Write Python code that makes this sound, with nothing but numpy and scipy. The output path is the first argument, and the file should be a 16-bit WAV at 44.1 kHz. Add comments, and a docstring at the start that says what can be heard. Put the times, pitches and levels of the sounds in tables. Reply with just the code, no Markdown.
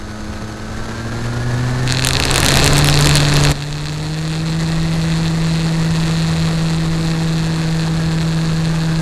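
"""Aboard an electric model aircraft

Heard in flight from a small camera microphone fixed to the airframe, as the motor speeds up and holds.
Propeller tones are cosines at shaft orders; wind rumble and slipstream roar are coloured noise, plus a howl.
A loose part trembles, then knocks once a turn: force pulses ring the casing, with hard blows at first.
A thin controller whine lies beneath, and the whole level falls suddenly at about 3.5 s."""
import sys
import numpy as np
from scipy import signal
from scipy.fft import rfft, irfft, next_fast_len
from scipy.io import wavfile
from scipy.ndimage import uniform_filter1d

SR = 44100
rng = np.random.default_rng(int(sys.argv[2]) if len(sys.argv) > 2 else 0)


def unload_wav(signal):
    """Save mono or channel-first audio to the path in sys.argv[1] as 16-bit WAV at rate SR, clipped to [-1, 1]."""
    wavfile.write(
        sys.argv[1],
        SR,
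        np.round(np.clip(np.atleast_2d(signal).T, -1, 1) * 32767).astype(np.int16),
    )


N = 397341
TIME = np.arange(N) / SR

# The motor run. Each row: time in seconds, shaft speed in turns per second (Hz),
# levels of orders 1 and 2 in dB before the level fall.
MOTOR = [(0, 105.8, -37, -35), (0.3, 106.2, -34, -30.5), (0.65, 108.2, -33.5, -33.5),
         (1.1, 114.9, -26.5, -31), (1.25, 117.5, -22, -28.5), (1.6, 123.3, -17.5, -28),
         (2, 129.2, -18.5, -30.5), (2.25, 133.2, -24, -29), (2.5, 137.6, -20, -30),
         (2.7, 142.2, -15, -25.5), (2.9, 145, -14, -26), (3.52, 145.2, -14, -24.5), (3.75, 147.5, -13, -24),
         (4.2, 157.1, -9.5, -21.5), (4.6, 162, -6.5, -21), (5.2, 162.6, -5, -20), (6.4, 162.2, -4.5, -21),
         (7, 162.4, -6, -18), (7.7, 161.6, -5.5, -19.5), (9.01, 161.4, -5, -20.5)]
# Upper propeller tones. Each row: order in cycles per turn, level in dB against order 3.
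UPPER_ORDERS = [(4, -7.5), (5, -7.5), (6, -11.5)]
# Which magnet tones sound. Each row: order in cycles per turn, dB added to the magnet level.
MAGNET_ORDERS = [(12, -3), (14, -3)]
# Thin magnet tones of the motor speeding up. Each row: time in seconds, level in dB before the order's share.
MAGNET_LEVEL = [(0, -44), (0.5, -42), (1, -39), (1.4, -36.5), (1.8, -37.5), (2.3, -46)]
# Knocking of the loose part. Each row: time in seconds, level in dB before the level fall.
RATTLE = [(1.87, -26), (2.15, -29.5), (2.5, -21.5), (3.05, -22.5), (3.3, -22), (4.5, -20.5), (5.1, -19.5),
          (6.2, -18.5), (8.2, -21.5), (9.01, -22)]
# Hard blows of the loose part. Each row: time in seconds, peak in dB before the level fall, sharpness 0-1.
BLOWS = [(1.8763, -5, 0), (1.884, -11, 0.07), (1.892, -7, 0.1), (1.8998, -6, 0), (1.9081, -3, 0),
         (1.9233, 1, 0), (1.948, -5.5, 0.1), (1.971, -2.5, 0), (1.986, -7, 0.2), (1.9942, -1.5, 0),
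         (2.023, -2, 0.1), (2.0398, -5, 0.1), (2.0479, 5, 0.7), (2.0631, -7, 0.46), (2.0712, 11.5, 0.94),
         (2.088, 2, 0.5), (2.1081, 1.5, 0.44), (2.1334, 3, 0.64), (2.1536, 0.5, 0.14), (2.1687, 1.5, 0.25),
         (2.2, 2.5, 0.6), (2.2247, -2, 0.2), (2.2367, 0, 0.04), (2.2527, -1, 0.7), (2.2824, -3, 0),
         (2.2967, -3, 0.1), (2.312, 1, 0.56), (2.3422, 0, 0.64), (2.359, 3.5, 0.7), (2.3799, 5, 0.66),
         (2.4028, 4, 0.94), (2.4303, 3, 0.63), (2.4474, 1, 0.88), (2.4625, 6, 0.53), (2.4845, 6, 0.9),
         (2.4897, 3, 0.87), (2.5062, -1, 0.66), (2.5194, 2, 0.83), (2.5405, 3, 0.6), (2.5562, 2, 0.75),
         (2.5716, 5, 0.64), (2.5993, -1, 0.56), (2.643, 5, 0.85), (2.6624, 3, 0.6), (2.677, 7.5, 0.6),
         (2.7328, -1, 0.6), (2.7688, 1, 0.97), (2.781, 4, 0.87), (2.79, 1, 0.8), (2.8448, 2.5, 0.74),
         (2.8583, 1, 1), (2.8731, 2.5, 0.9), (2.8868, 4, 0.5), (2.8984, 1, 0.87), (2.9275, -1, 0.2),
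         (2.9412, 2, 0.64), (2.9746, 1.5, 0.4), (2.99, 3, 0.75), (3.01, 3, 0.72), (3.0244, 1, 0.5),
         (3.045, -2, 0.5), (3.058, 3, 0.54), (3.0715, 3, 0.75), (3.0923, 3.5, 0.61), (3.1118, 1, 0.4),
         (3.1543, 5.5, 0.85), (3.1697, 5.5, 0.71), (3.1806, -1, 0.15), (3.2034, 0, 0.3), (3.3272, -3, 0.25),
         (3.3396, -1.5, 0.9), (3.3678, -0.5, 0.9), (3.4374, 0.5, 0.88), (3.4508, 4, 0.39),
         (3.4717, -2, 0.2), (3.5071, -8, 0.8), (3.5158, -0.5, 0.74), (3.623, 0, 0.32), (3.8696, -2, 0.2),
         (3.8839, -1, 0)]
# Resonances of the casing. Each row: centre in Hz, width in Hz, relative gain in dB.
CASING = [(1640, 370, 1.5), (2625, 220, 5), (3364, 580, 2), (4245, 530, 6.5), (6210, 440, -9),
          (6480, 150, -1.5), (7380, 700, -3.5), (8560, 330, -5), (9480, 440, -9), (12200, 1100, -16.5)]
# Colour of the slipstream. Each row: frequency in Hz, relative density in dB per Hz.
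ROAR = [(40, -2), (100, 8.5), (250, 2.5), (600, -1.5), (1200, -4), (1900, -10), (3200, -15), (4300, -10.5),
        (4900, -15), (5600, -17), (7700, -18.5), (8700, -25), (9600, -21), (12500, -29.5)]
# Air howling over an opening. Each row: time in seconds, centre in Hz,
# level in dB on a scale where the plain roar is at +6.
HOWL = [(0, 1540, -6.5), (1.9, 1760, -7.5), (2.8, 1790, -10), (5, 1910, -5.5), (7, 1852, -8), (8, 1667, -5),
        (9.01, 1640, -5)]
# Colour of the wind on the microphone. Each row: frequency in Hz, relative density in dB per Hz.
RUMBLE = [(8.8, -11), (15, 19), (43, 7), (87, 7.5), (123, -10), (130, -17), (170, -26), (290, -120)]
# Gusts. Each row: centre in seconds, half length in seconds, dB added to the roar, dB added to the rumble.
GUSTS = [(0.03, .06, -0.5, 8), (0.301, 0.11, 0.5, 8.5), (0.797, .12, 1, 6), (1.48, 0.9, 1.5, 3),
         (2.503, 0.36, 7, 5), (3.046, 0.14, 2.5, 3.5), (3.47, 0.13, 3, 6), (3.8, 0.11, 0, 3),
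         (4.3, 0.25, -1.5, -1.5), (5.6, 0.66, 0.5, 2), (6.4, .4, 1.5, 2), (7.4, 0.14, 0.5, 1),
         (8.951, .15, 0.5, 1)]

CRUISE_HZ = 162  # shaft turns per second
# Levels in dB at cruise speed, and their change in dB per Hz of shaft speed
THIRD_DB, THIRD_DB_PER_HZ = -8, -0.02  # order 3 against order 2
ROAR_DB, ROAR_DB_PER_HZ = -22, 0.28
RUMBLE_DB, RUMBLE_DB_PER_HZ = -16, 0.35
RATTLE_S, TREMBLE_DB = 1.87, -56  # the part comes loose; its level before that
PLAY_TURNS = 0.13  # spread of the knock time
SEATED_HZ, SEATED_PLAY = 155, 0.5  # above this shaft speed the part runs tighter, with this share of its play
WHINE_HZ, WHINE_DB = 6367, -52
FALL_S, FALL_DB = 3.525, -11  # the whole level drops at once


def gain_of(db):
    """Decibels to amplitude."""
    return 10 ** (np.asarray(db) / 20)


def evened(x):
    """Scales to rms 1."""
    return x / np.sqrt(np.mean(x ** 2) + 1e-20)


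def curves(table):
    """Every column of a timed table, interpolated at every sample."""
    seconds, *columns = np.transpose(table)
    return [np.interp(TIME, seconds, column) for column in columns]


def drift(hz):
    """Slow random wander of rms 1: white noise low-passed at hz."""
    lowpass = signal.butter(2, hz, fs=SR, output="sos")
    return evened(signal.sosfilt(lowpass, rng.standard_normal(N)))


def noise(spectrum):
    """Gaussian noise of rms 1, coloured by a spectrum drawn over log frequency."""
    f, db = np.transpose(spectrum)
    size = next_fast_len(N)
    hz = np.fft.rfftfreq(size, 1 / SR)
    colour = gain_of(np.interp(np.log(hz + 1), np.log(f + 1), db))
    return evened(irfft(rfft(rng.standard_normal(size)) * colour, size)[:N])


def resonate(x, hz, width):
    """A resonance of peak gain 1: shifts the curve hz down to zero, smooths, and shifts back."""
    turn = np.exp(2j * np.pi * np.cumsum(hz * np.ones(len(x))) / SR)
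    r = np.exp(-np.pi * width / SR)
    smooth = signal.lfilter([1 - r], [1, -r], x / turn)
    return 2 * (turn * smooth).real


def shaft(shaft_hz):
    """Turns of the shaft, in step with the blows: they land just before the trough of the shake."""
    turns = np.cumsum(shaft_hz) / SR
    blow_s = np.transpose(BLOWS)[0]
    angle = 2 * np.pi * (np.interp(blow_s, TIME, turns) - 0.37)
    x, y = uniform_filter1d([np.cos(angle), np.sin(angle)], size=9, axis=1)  # mean over nearby blows
    slip = np.interp(TIME, blow_s, np.unwrap(np.arctan2(y, x)) / (2 * np.pi))
    return turns - uniform_filter1d(slip - np.ceil(slip.max()), size=4001)


def propeller(turns, first_db, second_db, third_db):
    """Shaft orders: a slow push and a quicker fall each turn, shaken by gusts; thin magnet tones above."""
    angle = 2 * np.pi * turns + 0.03 * drift(6.5)
    orders = [(1, first_db, 0), (2, second_db, 1.23), (3, third_db, 0.64)]  # (order, dB, lag in radians)
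    orders += [(k, third_db + db, 0) for k, db in UPPER_ORDERS]
    blades = sum(gain_of(db + 0.55 * drift(28)) * np.cos(k * angle - lag + 0.054 * drift(15))
                 for k, db, lag in orders)
    magnet_db = curves(MAGNET_LEVEL)[0]
    magnets = sum(gain_of(magnet_db + db + 1.4 * drift(22)) * np.cos(k * angle) for k, db in MAGNET_ORDERS)
    return np.sqrt(2) * (blades + magnets)


def casing(force):
    """The ring of the casing under a force: parallel resonances of alternating sign."""
    return sum((-1) ** k * gain_of(db) * resonate(force, hz, width)
               for k, (hz, width, db) in enumerate(CASING))


def rattle(turns, shaft_hz, rattle_db):
    """One short knock a turn, just before the trough of the shake; strength comes in runs, timing wavers."""
    late, size, bounce, run = rng.standard_normal((int(turns[-1]) + 2, 4)).T
    run = evened(uniform_filter1d(run, size=5))
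    late, size, bounce, run = np.tanh(0.6 * np.array([late, size, bounce, run]))  # the play bounds each
    play = np.where(shaft_hz > SEATED_HZ, SEATED_PLAY, 1)

    k = np.floor(turns + 0.85).astype(int)  # number of the knock
    since = turns + 0.64 - k - PLAY_TURNS * play * late[k]  # turns since this knock
    strength = gain_of(4.7 * play * size[k] + 2.9 * run[k]) * (since > 0)
    blow_turns = k[[round(row[0] * SR) for row in BLOWS]]
    strength[np.isin(k, blow_turns)] = 0  # a hard blow takes the place of the knock

    click = 1.4 * np.sign(bounce[k]) * (since < shaft_hz / SR)  # about one sample long
    scrape = 0.45 * rng.choice([-1., 1.], N) * np.exp(-np.maximum(since, 0) / 0.04)
    # The part trembles on between knocks
    chatter = 0.078 * gain_of(8.9 * bounce[k]) * np.exp(-(turns + 1.23 - k) / 1.1)
    force = strength * (click + scrape) + chatter * rng.standard_normal(N)
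    return gain_of(rattle_db + 0.5 * drift(33)) * evened(casing(force))


def blows():
    """Hard contacts: a short knock rings the casing; sharp ones add a wide crack with a brief shudder."""
    out, t = np.zeros(N), np.arange(400) / SR
    wide = signal.butter(2, [1500, 10000], "bandpass", fs=SR, output="sos")
    crack_decay = np.exp(-t / 0.00045) + 0.12 * np.exp(-t / 0.0025)
    grains = rng.standard_normal((len(BLOWS), 2, 400))
    for (start, db, sharp), (knock, burst) in zip(BLOWS, grains):
        push = uniform_filter1d(knock * np.exp(-t / 0.0001), size=4)  # a blunt contact has little treble
        ring = evened(casing(push))
        crack = evened(signal.sosfilt(wide, burst * crack_decay))
        share = np.clip(sharp, 0, 1) ** 1.5
        hit = share * crack + (1 - share) * ring
        out[round(start * SR):][:400] += gain_of(db) * hit / abs(hit).max()
    return out


def slipstream(turns, roar_db):
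    """Turbulent roar that dips once a turn as a blade passes, and a broad howl of twice-resonated noise."""
    angle = 2 * np.pi * (turns - 0.125)
    pulse_db = -1.4 * np.cos(angle) - 0.9 * np.cos(2 * angle)
    howl_hz, howl_db = curves(HOWL)
    howl = resonate(resonate(rng.standard_normal(N), howl_hz, 320), howl_hz, 350)
    mix = gain_of(6.0) * noise(ROAR) + gain_of(howl_db) * evened(howl)
    return gain_of(roar_db + pulse_db + 1.32 * drift(49)) * mix


def wind(rumble_db):
    """Lumpy low buffeting on the microphone: low noise with a wandering level."""
    return gain_of(rumble_db + 0.5 * drift(5.8)) * noise(RUMBLE)


def gusts():
    """Bell-shaped swells of the airflow, in dB for roar and rumble."""
    return sum(np.outer(dbs, np.exp(-((TIME - centre) / half) ** 2)) for centre, half, *dbs in GUSTS)


def controller():
    """The thin switching whine of the speed controller: one tone with a wavering phase."""
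    return np.sqrt(2) * gain_of(WHINE_DB) * np.cos(2 * np.pi * WHINE_HZ * TIME + 0.35 * drift(13.0))


def port(x):
    """Airborne sound enters by a small port that dips near 9 and 11 kHz."""
    for hz, width, depth in [(9050, 350, 0.65), (11030, 1400, 0.46)]:
        x = x - depth * resonate(x, hz, width)
    return x


def scene():
    """One microphone on the airframe: airborne sound by the port, hard blows past it through the casing."""
    shaft_hz, first_db, second_db = curves(MOTOR)
    turns = shaft(shaft_hz)
    faster = shaft_hz - CRUISE_HZ
    gust_db, buffet_db = gusts()
    third_db = second_db + THIRD_DB + THIRD_DB_PER_HZ * faster
    tones = propeller(turns, first_db, second_db, third_db)
    loose = rattle(turns, shaft_hz, np.where(TIME > RATTLE_S, curves(RATTLE)[0], TREMBLE_DB))
    roar = slipstream(turns, ROAR_DB + ROAR_DB_PER_HZ * faster + gust_db)
    rumble = wind(RUMBLE_DB + RUMBLE_DB_PER_HZ * faster + buffet_db)
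    whole = port(tones + loose + roar + rumble + controller()) + blows()
    fallen = np.clip((TIME - FALL_S) / 0.0041 + 0.5, 0, 1)  # 0 to 1 within 4.1 ms
    return (whole * gain_of(FALL_DB * fallen))[None]


def record(dry):
    """Overload at the microphone rounds off the hardest peaks; then a low-pass sets the band limit."""
    rounded = dry / (1 + dry ** 6) ** (1 / 6)
    edge = signal.firwin(511, 12400, window=("kaiser", 9), fs=SR)[None]  # cutoff in Hz
    return signal.oaconvolve(rounded, edge, "same")


dry = scene()
out = record(dry)
unload_wav(out)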